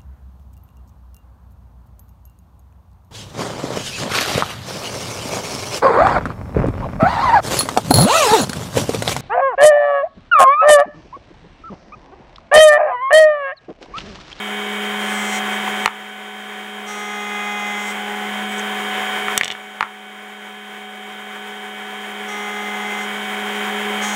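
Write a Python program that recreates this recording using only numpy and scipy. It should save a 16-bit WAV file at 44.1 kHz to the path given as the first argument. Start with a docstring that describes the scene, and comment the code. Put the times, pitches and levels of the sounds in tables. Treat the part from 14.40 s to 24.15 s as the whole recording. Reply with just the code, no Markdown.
"""Table router cutting thin wooden tiles

A table router runs at about 207 turns a second in a small workshop while thin wooden tiles are fed along the fence.
Cooling air is shaped noise that rushes; the shaft hums and the bearings whine as tones tied to the spindle.
The two-flute bit buzzes and rasps whenever it bites, and an overtone squeals in the deepest cut.
Between passes a tile is slid, dropped and slapped down: knocks and grit that ring its wooden modes.
Each loud knock ducks the recorder, which recovers slowly."""
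import sys
import numpy as np
from scipy import signal
from scipy.fft import rfft, irfft, next_fast_len
from scipy.io import wavfile

SR = 44100
rng = np.random.default_rng(int(sys.argv[2]) if len(sys.argv) > 2 else 0)


def to_wav(s):
    """Save 16-bit WAV."""
    ch = np.atleast_2d(s).T  # columns
    pcm = np.round(np.clip(ch, -1, 1) * 32767)  # PCM
    wavfile.write(sys.argv[1], SR, pcm.astype(np.int16))


N = 429975
TIME = np.arange(N) / SR  # seconds
BINS = np.fft.rfftfreq(2 * next_fast_len(N // 2 + 1, True), 1 / SR)  # Hz
WAVER = 0.09  # unsteadiness of the bit's tones, in size and in phase (radians)

# the strong tones of the cut change balance as the tile moves across:
# multiple [of the turning rate], gained_db [dB from entry to exit]
CUT_SHIFT = [(4, -1), (6, -8.5), (10, 4)]


def gain_of(db):
    """Turns decibels into a gain."""
    return 10 ** (np.asarray(db) / 20)


def evened(x):
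    """Scales a sound to an rms of 1."""
    return x / np.sqrt(np.mean(x ** 2) + 1e-20)


def read(points, hz):
    """Reads a spectrum whose points are joined by straight lines on a log pitch axis."""
    point_hz, value = np.transpose(points)
    return np.interp(np.log(hz + 1), np.log(point_hz + 1), value)


def curves(rows):
    """Joins each column of a timed table by straight lines, sample by sample."""
    s, *columns = np.transpose(rows)
    return [np.interp(TIME, s, column) for column in columns]


def add(mix, s, sound):
    """Mixes a sound in at time s."""
    part = mix[round(s * SR):][:len(sound)]
    part += sound[:len(part)]


def drift(rate):
    """Slow random wander around 0, heading for a new value rate times a second."""
    slow = np.interp(TIME[::32] * rate, np.arange(1024), rng.standard_normal(1024))
    return np.repeat(slow.astype(np.float32), 32)[:N]  # held for 32 samples at a time


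def coloured(x, db):
    """Filters x by a dB value for each of the BINS."""
    spectrum = rfft(x, 2 * len(BINS) - 2)
    return irfft(spectrum * gain_of(db))[:N]


def line(turns, multiple, waver):
    """One tone of rms about 1, locked to the spindle and wavering in size and phase."""
    cycles = multiple * turns + rng.random()
    within_cycle = (cycles - np.floor(cycles)).astype(np.float32)
    angle = 2 * np.pi * within_cycle + waver * drift(14)
    size = 2 ** 0.5 * (1 + waver * drift(22))
    return size * np.sin(angle)


def resonate(x, hz, width):
    """A resonance that follows the curve hz: shift it down to 0 Hz, smooth, shift back; gain 1."""
    turn = np.exp(2j * np.pi * np.cumsum(hz) / SR)
    r = np.exp(-np.pi * width / SR)
    smoothed = signal.lfilter([1 - r], [1, -r], x / turn)
    return 2 * (turn * smoothed).real


def room(x, near_db=14, near_s=0.0029):
    """Dense reflections: strong early ones off fence and table, then the workshop's short tail."""
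    # time for the echoes to die away by 60 dB: pitch_hz [Hz], t60_s [s]
    room_decay = [(200, 0.23), (1200, 0.3), (4000, 0.19), (12000, 0.022)]
    t = np.arange(SR // 2) / SR
    early_boost = 1 + gain_of(near_db) * np.exp(-t / near_s)
    taps = rng.standard_normal(len(t)) * (t > 0.002) * early_boost
    hz, at, z = signal.stft(taps, SR, nperseg=128)
    fade = gain_of(-60 * at / read(room_decay, hz)[:, None])  # each pitch dies at its own pace
    tail = signal.istft(z * fade, SR, nperseg=128)[1]
    return signal.oaconvolve(x, tail / np.linalg.norm(tail))[:N]


def air(turns, level_db=-27, ripple_db=-0.5, throb=0.082, mains=0.07, flutter_db=0.96):
    """Fan noise in the housing, throbbing with each turn and with the mains-fed torque."""
    # basic colour of the rush: pitch_hz [Hz], relative_db [dB per Hz]
    air_colour = [(30, -39), (70, -26.5), (160, -16), (300, -11.5), (450, -6), (900, 0), (1500, 0),
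                  (2100, 1.5), (2600, -6), (3300, -9.5), (4300, -22.5), (9300, -21), (11500, -29.5),
                  (15500, -22.5)]
    # cavities of housing and table that colour the air: pitch_hz [Hz], width_hz [Hz], boost_db [dB]
    cavities = [(389, 132, 6.5), (515, 34, -4), (1100, 250, 0), (1250, 33, -7), (6920, 580, 5),
                (9700, 210, 2.5)]
    # slow changes of the rush: time_s [s], change_db [dB]
    air_level = [(0, -1), (.85, 1), (2.1, 0.2), (4.8, 0.8), (7, 0), (9.4, 1.5), (9.75, 0)]

    shape_db = read(air_colour, BINS)
    for hz, width, db in cavities:
        shape_db = shape_db + db / (1 + (2 * (BINS - hz) / width) ** 2)
    # standing waves ripple the spectrum
    standing = np.interp(BINS, np.arange(0, 23000, 28), rng.standard_normal(822))
    torque = np.cos(2 * np.pi * 120 * TIME)
    pulsing = 1 + throb * np.cos(2 * np.pi * turns) + mains * torque
    rush = coloured(rng.standard_normal(N) * pulsing, shape_db + ripple_db * standing)
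    loudness_db = level_db + curves(air_level)[0] + flutter_db * drift(25)
    return gain_of(loudness_db) * evened(rush)


def motor(turns, strain, hum_waver=0.033, shaft_waver=0.15, bearing_waver=0.17,
          lines_db=-0.5, shaft_db=-2, whine_db=0.45, loaded_db=-4.5, fizz_db=-54):
    """Shaft and bearing tones, all tied to the spindle, with a thicket of faint high overtones."""
    # tones of the motor; whole multiples are the shaft, the others bearings and their sidebands:
    # multiple [of the turning rate], level_db [dB, before the adjustments below]
    motor_lines = [(1, -32), (2, -34), (3, -46.5), (3.62, -31), (5, -41), (6, -47), (7.24, -35), (8, -42),
                   (8.24, -38), (9, -45), (10, -42), (10.86, -35.5), (12, -42), (14, -50), (14.26, -42),
                   (14.48, -49), (14.84, -40.5), (15, -44), (15.14, -41.5), (15.42, -35), (16, -53),
                   (16.58, -45), (17, -58), (17.15, -49.5), (18, -47), (18.1, -52), (18.32, -61),
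                   (32.59, -61), (33.47, -60), (37.87, -57), (40, -59), (43.45, -61), (47.07, -56)]
    # the shaft's hum as hand and microphone move: time_s [s], change_db [dB]
    hum_level = [(0, -1), (.8, 3), (1.6, -1.5), (3.1, 2.5), (3.7, 1), (4.05, 3.5), (4.8, -5), (5.8, .5),
                 (7.5, -1.5), (8.35, 2), (8.85, 0.5), (9.6, 2.5)]
    # the hum's octave: time_s [s], change_db [dB]
    octave_level = [(0, -2.5), (.35, 2.5), (.75, -4), (2.3, -1), (2.85, 3), (3.4, -4.5), (3.75, 1), (4, -6),
                    (4.25, 0.5), (4.55, -3), (8.299, 2.5), (8.8, -0.5), (9.52, 5), (9.68, -9)]
    # the two low bearing tones: time_s [s], change_db [dB]
    low_whine_level = [(0, -6.5), (.4, -4), (1.1, 0), (3.1, -1.5), (4.6, .5), (6.1, .5), (8.4, -.5),
                       (9.6, -2)]

    hum_gains = [gain_of(curves(level)[0]) for level in (hum_level, octave_level)]
    low_whine = gain_of(curves(low_whine_level)[0])
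    high_whine = gain_of(whine_db + loaded_db * strain)  # weakens as the cut nears full load
    out = np.zeros(N)
    for multiple, db in motor_lines:
        k = round(multiple)
        if abs(multiple - k) > 0.04:  # a bearing tone
            whine = low_whine if multiple < 8 else high_whine
            tone = whine * line(turns, multiple, bearing_waver)
        else:  # a shaft tone
            shaft_gain = hum_gains[k - 1] if k <= 2 else gain_of(shaft_db)
            tone = shaft_gain * line(turns, k, hum_waver if k == 1 else shaft_waver)
        out += gain_of(db + lines_db) * tone
    high = rng.uniform(32, 70, size=18)
    fizz = sum(line(turns, k, bearing_waver) / float(k) for k in high)
    return out + gain_of(fizz_db) * evened(fizz)


def ring(centre_hz, octaves):
    """The tile's modes, weighted by where and how hard it is struck; peak 1."""
    # modes of a tile on the table: pitch_hz [Hz], relative_db [dB], t60_s [s to fall by 60 dB]
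    tile_modes = [(628, 4, 0.0074), (925, 6.5, 0.011), (1293, 4, 0.01), (1712, 3, 0.0096),
                  (2183, 10, 0.0043), (2931, -2.5, 0.018), (3498, -0.5, 0.011), (4380, -8, 0.0081),
                  (5240, -1, 0.0022), (5790, -6.5, 0.012), (6460, -6, 0.0092), (7910, 1.5, 0.0077),
                  (10350, -3.5, 0.0059), (13400, 3, 0.0027)]
    t = np.arange(SR // 10) / SR
    out = np.zeros(len(t))
    for k, (hz, db, t60) in enumerate(tile_modes):
        octaves_off = np.log2(hz / centre_hz)
        weight = 1 / (1 + (octaves_off / octaves) ** 2) ** 2.12
        sign = (-1) ** k  # neighbouring modes start in opposite directions
        out += sign * weight * gain_of(db - 60 * t / t60) * np.sin(2 * np.pi * hz * t)
    return out / abs(out).max()


def tile(wet_db=-12, slide_spread=0.6):
    """Knocks ring the tile and the table under it; sliding excites the tile's modes with fine grit."""
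    # modes of the table top under any knock: pitch_hz [Hz], relative_db [dB], t60_s [s to fall by 60 dB]
    table_modes = [(190, -34, 0.021), (426, -35.5, .035), (688, -21.5, 0.027)]
    # knocks and bounces of the tile:
    # start_s [s], level_db [dB, peak of the tile's ring before filter and room], centre_hz [Hz], spread [octaves]
    knocks = [(1.278, -11.5, 1000, 0.88), (1.4591, 9.5, 1330, 1.8), (1.4772, 6.5, 1280, 1.2),
              (4.195, -18.5, 6660, 0.23), (4.618, -17, 980, .6), (4.8828, -4.5, 1500, 0.77),
              (4.9773, 6.5, 5660, 1.85), (5.0114, 9.5, 1900, 0.41), (5.0339, 7.5, 3100, 1),
              (5.0453, 1.5, 5330, 1.1), (5.0564, 2, 3300, 1.1), (5.0795, 2.5, 3920, 1.2),
              (5.103, 4, 3020, 0.69), (5.114, -0.5, 4000, 1), (5.1215, -2, 3450, 1.1),
              (5.151, -7, 1700, 0.53), (5.408, 12, 1250, 1.34), (5.4261, -5, 1170, 0.49),
              (5.4274, 12.5, 1370, 0.88)]
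    # the tile rubs over the table:
    # start_s [s], length_s [s], level_db [dB rms before fades, filter and room], centre_hz [Hz]
    slides = [(1.1, .09, -45, 7000), (1.27, 0.05, -45, 1100), (1.32, 0.22, -45, 6540),
              (4.05, 0.2, -44, 7560), (4.176, 0.019, -36, 6500), (4.478, 0.13, -35, 2950),
              (4.847, 0.084, -46, 1400)]

    out = np.zeros(N)
    t = np.arange(SR // 10) / SR
    table = sum(gain_of(db - 60 * t / t60) * np.cos(2 * np.pi * hz * t) for hz, db, t60 in table_modes)
    for s, db, centre_hz, octaves in knocks:
        add(out, s, gain_of(db) * (ring(centre_hz, octaves) + table))
    for s, length, db, centre_hz in slides:
        grit = rng.laplace(size=SR)[:int(length * SR)]
        rub = evened(signal.fftconvolve(grit, ring(centre_hz, slide_spread))[:len(grit)])
        add(out, s, gain_of(db) * rub * signal.windows.tukey(len(rub), 0.7))
    # the knocks carry no deep rumble below about 110 Hz
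    highpass = signal.butter(2, 110, "highpass", fs=SR, output="sos")
    out = signal.sosfilt(highpass, out)
    return out + gain_of(wet_db) * room(out)


def feed(release_s=0.028, skew=1.422, mid_pass_hz=6670, entry_db=10, entry_s=0.17, exit_db=10.5, exit_s=0.1):
    """Each pass bites, swells and lets go: gains of the strong tones and the rasp, and the rasp's bright Hz."""
    # passes of wood over the bit, levels before swell, shift and flare:
    # start_s [s], length_s [s], rise_s [s], swell_db [dB at its fullest],
    # fourth_db, sixth_db, tenth_db [dB of the 4th, 6th and 10th multiple], rasp_db [dB],
    # entry_hz, exit_hz [Hz, where the rasp's brightest band is pulled at either corner]
    passes = [(.56, 0.44, 0.19, 7, -48, -41.5, -40, -39.5, 11000, 6560),
              (2.458, 1.077, .03, 4.5, -31.5, -32.5, -29.5, -39, 6140, 8000),
              (3.52, 0.36, .03, 1, -32.5, -44, -42, -56, 7000, 7000),
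              (7.87, 0.794, 0.023, 0.5, -32, -33, -28.5, -44, 6100, 7200),
              (9.607, .3, .03, -6, -30, -36, -31, -39.5, 6460, 6900)]
    tones, rasp, bright = np.zeros((len(CUT_SHIFT), N)), np.zeros(N), np.zeros(N)
    for start, length, rise, swell_db, *tones_db, rasp_db, entry_hz, exit_hz in passes:
        t = np.arange(0, length, 1 / SR)
        along = t / length
        bite = np.minimum(t / rise, 1) * np.minimum((length - t) / release_s, 1)
        # a skew above 1 puts the heaviest cutting after the middle of the pass
        swell = swell_db * np.sin(np.pi * along ** skew)
        for tone, db, (_, shift_db) in zip(tones, tones_db, CUT_SHIFT):
            add(tone, start, bite * gain_of(db + swell + shift_db * (along - 0.5)))
        # the rasp flares at the leading and trailing corners, and its brightest band moves with the flare
        entering = np.exp(-t / entry_s)
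        leaving = np.exp((t - length) / exit_s)
        add(rasp, start, bite * gain_of(rasp_db + entry_db * entering + exit_db * leaving))
        add(bright, start, (entry_hz - mid_pass_hz) * entering + (exit_hz - mid_pass_hz) * leaving)
    return tones, rasp, mid_pass_hz + bright


def squeal(turns, strain, full_load_db=-27.5, steepness=3.3):
    """The bit's 12th multiple sings out in the deepest cut, growing much faster than the load."""
    return gain_of(full_load_db) * strain ** steepness * line(turns, 12, WAVER)


def cutting(turns, tones, load, rasp_gain, bright_hz, buzz_db=0, peak=2.2, peak_width=1000, echo=0.61,
            weak_flute=0.45, uneven=0.14, chips=0.2):
    """Two flutes, one biting deeper, strike the wood each turn: a low buzz and a rasp of torn chips."""
    # weaker lines of the cut: multiple [of the turning rate], relative_db [dB against the load]
    buzz_lines = [(3, -15), (5, -7), (7, -12), (8, -6), (9, -10), (11, -16), (13, -19), (14, -16), (16, -6),
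                  (17, -14), (18, -14)]
    # colour of the rasp of the flutes: pitch_hz [Hz], relative_db [dB per Hz]
    rasp_colour = [(2500, -22), (3900, 0), (4900, -3), (5600, 1.5), (7000, 0), (7800, -3), (9000, -2),
                   (10500, -9), (12000, -13), (15000, -7)]

    strong = sum(tone * line(turns, round(k), WAVER) for tone, (k, _) in zip(tones, CUT_SHIFT))
    weak = sum(float(gain_of(db)) * line(turns, k, WAVER) for k, db in buzz_lines)
    buzz = gain_of(buzz_db) * load * weak

    stroke = np.round(2 * turns).astype(int)  # two strokes a turn
    since = (turns - stroke / 2) / np.gradient(turns)  # samples from the nearest stroke
    unevenness = np.exp(uneven * rng.standard_normal(size=8192))[stroke]
    depth = np.where(stroke % 2, weak_flute, 1) * unevenness
    blows = depth * np.sinc(since) / (1 + (since / 10) ** 2)  # one sharp click per stroke
    near_stroke = 0.18 + np.exp(-abs(since) / (0.00041 * SR))
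    spray = depth * rng.standard_normal(N) * near_stroke  # chips fly at each stroke
    rasp = coloured(evened(blows) + chips * evened(spray), read(rasp_colour, BINS))
    rasp = rasp + peak * resonate(rasp, bright_hz, peak_width)
    return strong + buzz + rasp_gain * evened(rasp + echo * room(rasp))


def scene():
    """Everything that turns follows the one spindle; the feed of the wood sets the load."""
    # spindle speed before a small random drift: time_s [s], speed [turns per second]
    spindle_speed = [(0, 207.01), (0.65, 207.53), (1.8, 207.72), (2.5, 207.42), (3.25, 206.21),
                     (3.65, 206.55), (4.2, 207.3), (4.45, 206.57), (4.7, 206.97), (5.6, 207.17),
                     (7.45, 207.57), (7.95, 207.09), (8.7, 206.97), (9.1, 207.37), (9.75, 207.77)]
    tones, rasp_gain, bright_hz = feed()
    load = np.prod(tones, axis=0) ** (1 / len(tones))  # shared level of the strong tones
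    strain = load / gain_of(-26.5)  # 1 at full load
    turns = np.cumsum(curves(spindle_speed)[0] + 0.1 * drift(9)) / SR
    running = air(turns) + motor(turns, strain)
    wood = cutting(turns, tones, load, rasp_gain, bright_hz) + squeal(turns, strain)
    return (running + tile() + wood)[None]


def record(dry, limit_db=-3, recovery_db=3.5, start_db=1.5, attack_s=0.0038, ceiling=0.76, edge_hz=15800):
    """Gain control drops at each loud peak and creeps back; what slips through is clipped, then band-limited."""
    over_db = 20 * np.log10(abs(dry[0]) + 1e-9) - limit_db
    fall = recovery_db * TIME  # recovery_db is in dB per second
    # the gain starts start_db down; the running maximum holds each peak while the fall lets it go
    held_db = np.maximum.accumulate(np.maximum(over_db + fall, start_db))
    duck_db = np.maximum(held_db - fall, 0)
    r = np.exp(-1 / (attack_s * SR))
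    smooth_db = signal.lfilter([1 - r], [1, -r], duck_db)
    clipped = np.clip(dry * gain_of(-smooth_db), -ceiling, ceiling)
    lowpass = signal.firwin(511, edge_hz, window=("kaiser", 9), fs=SR)
    return signal.oaconvolve(clipped, lowpass[None], "same")


dry = scene()
out = record(dry)
to_wav(out)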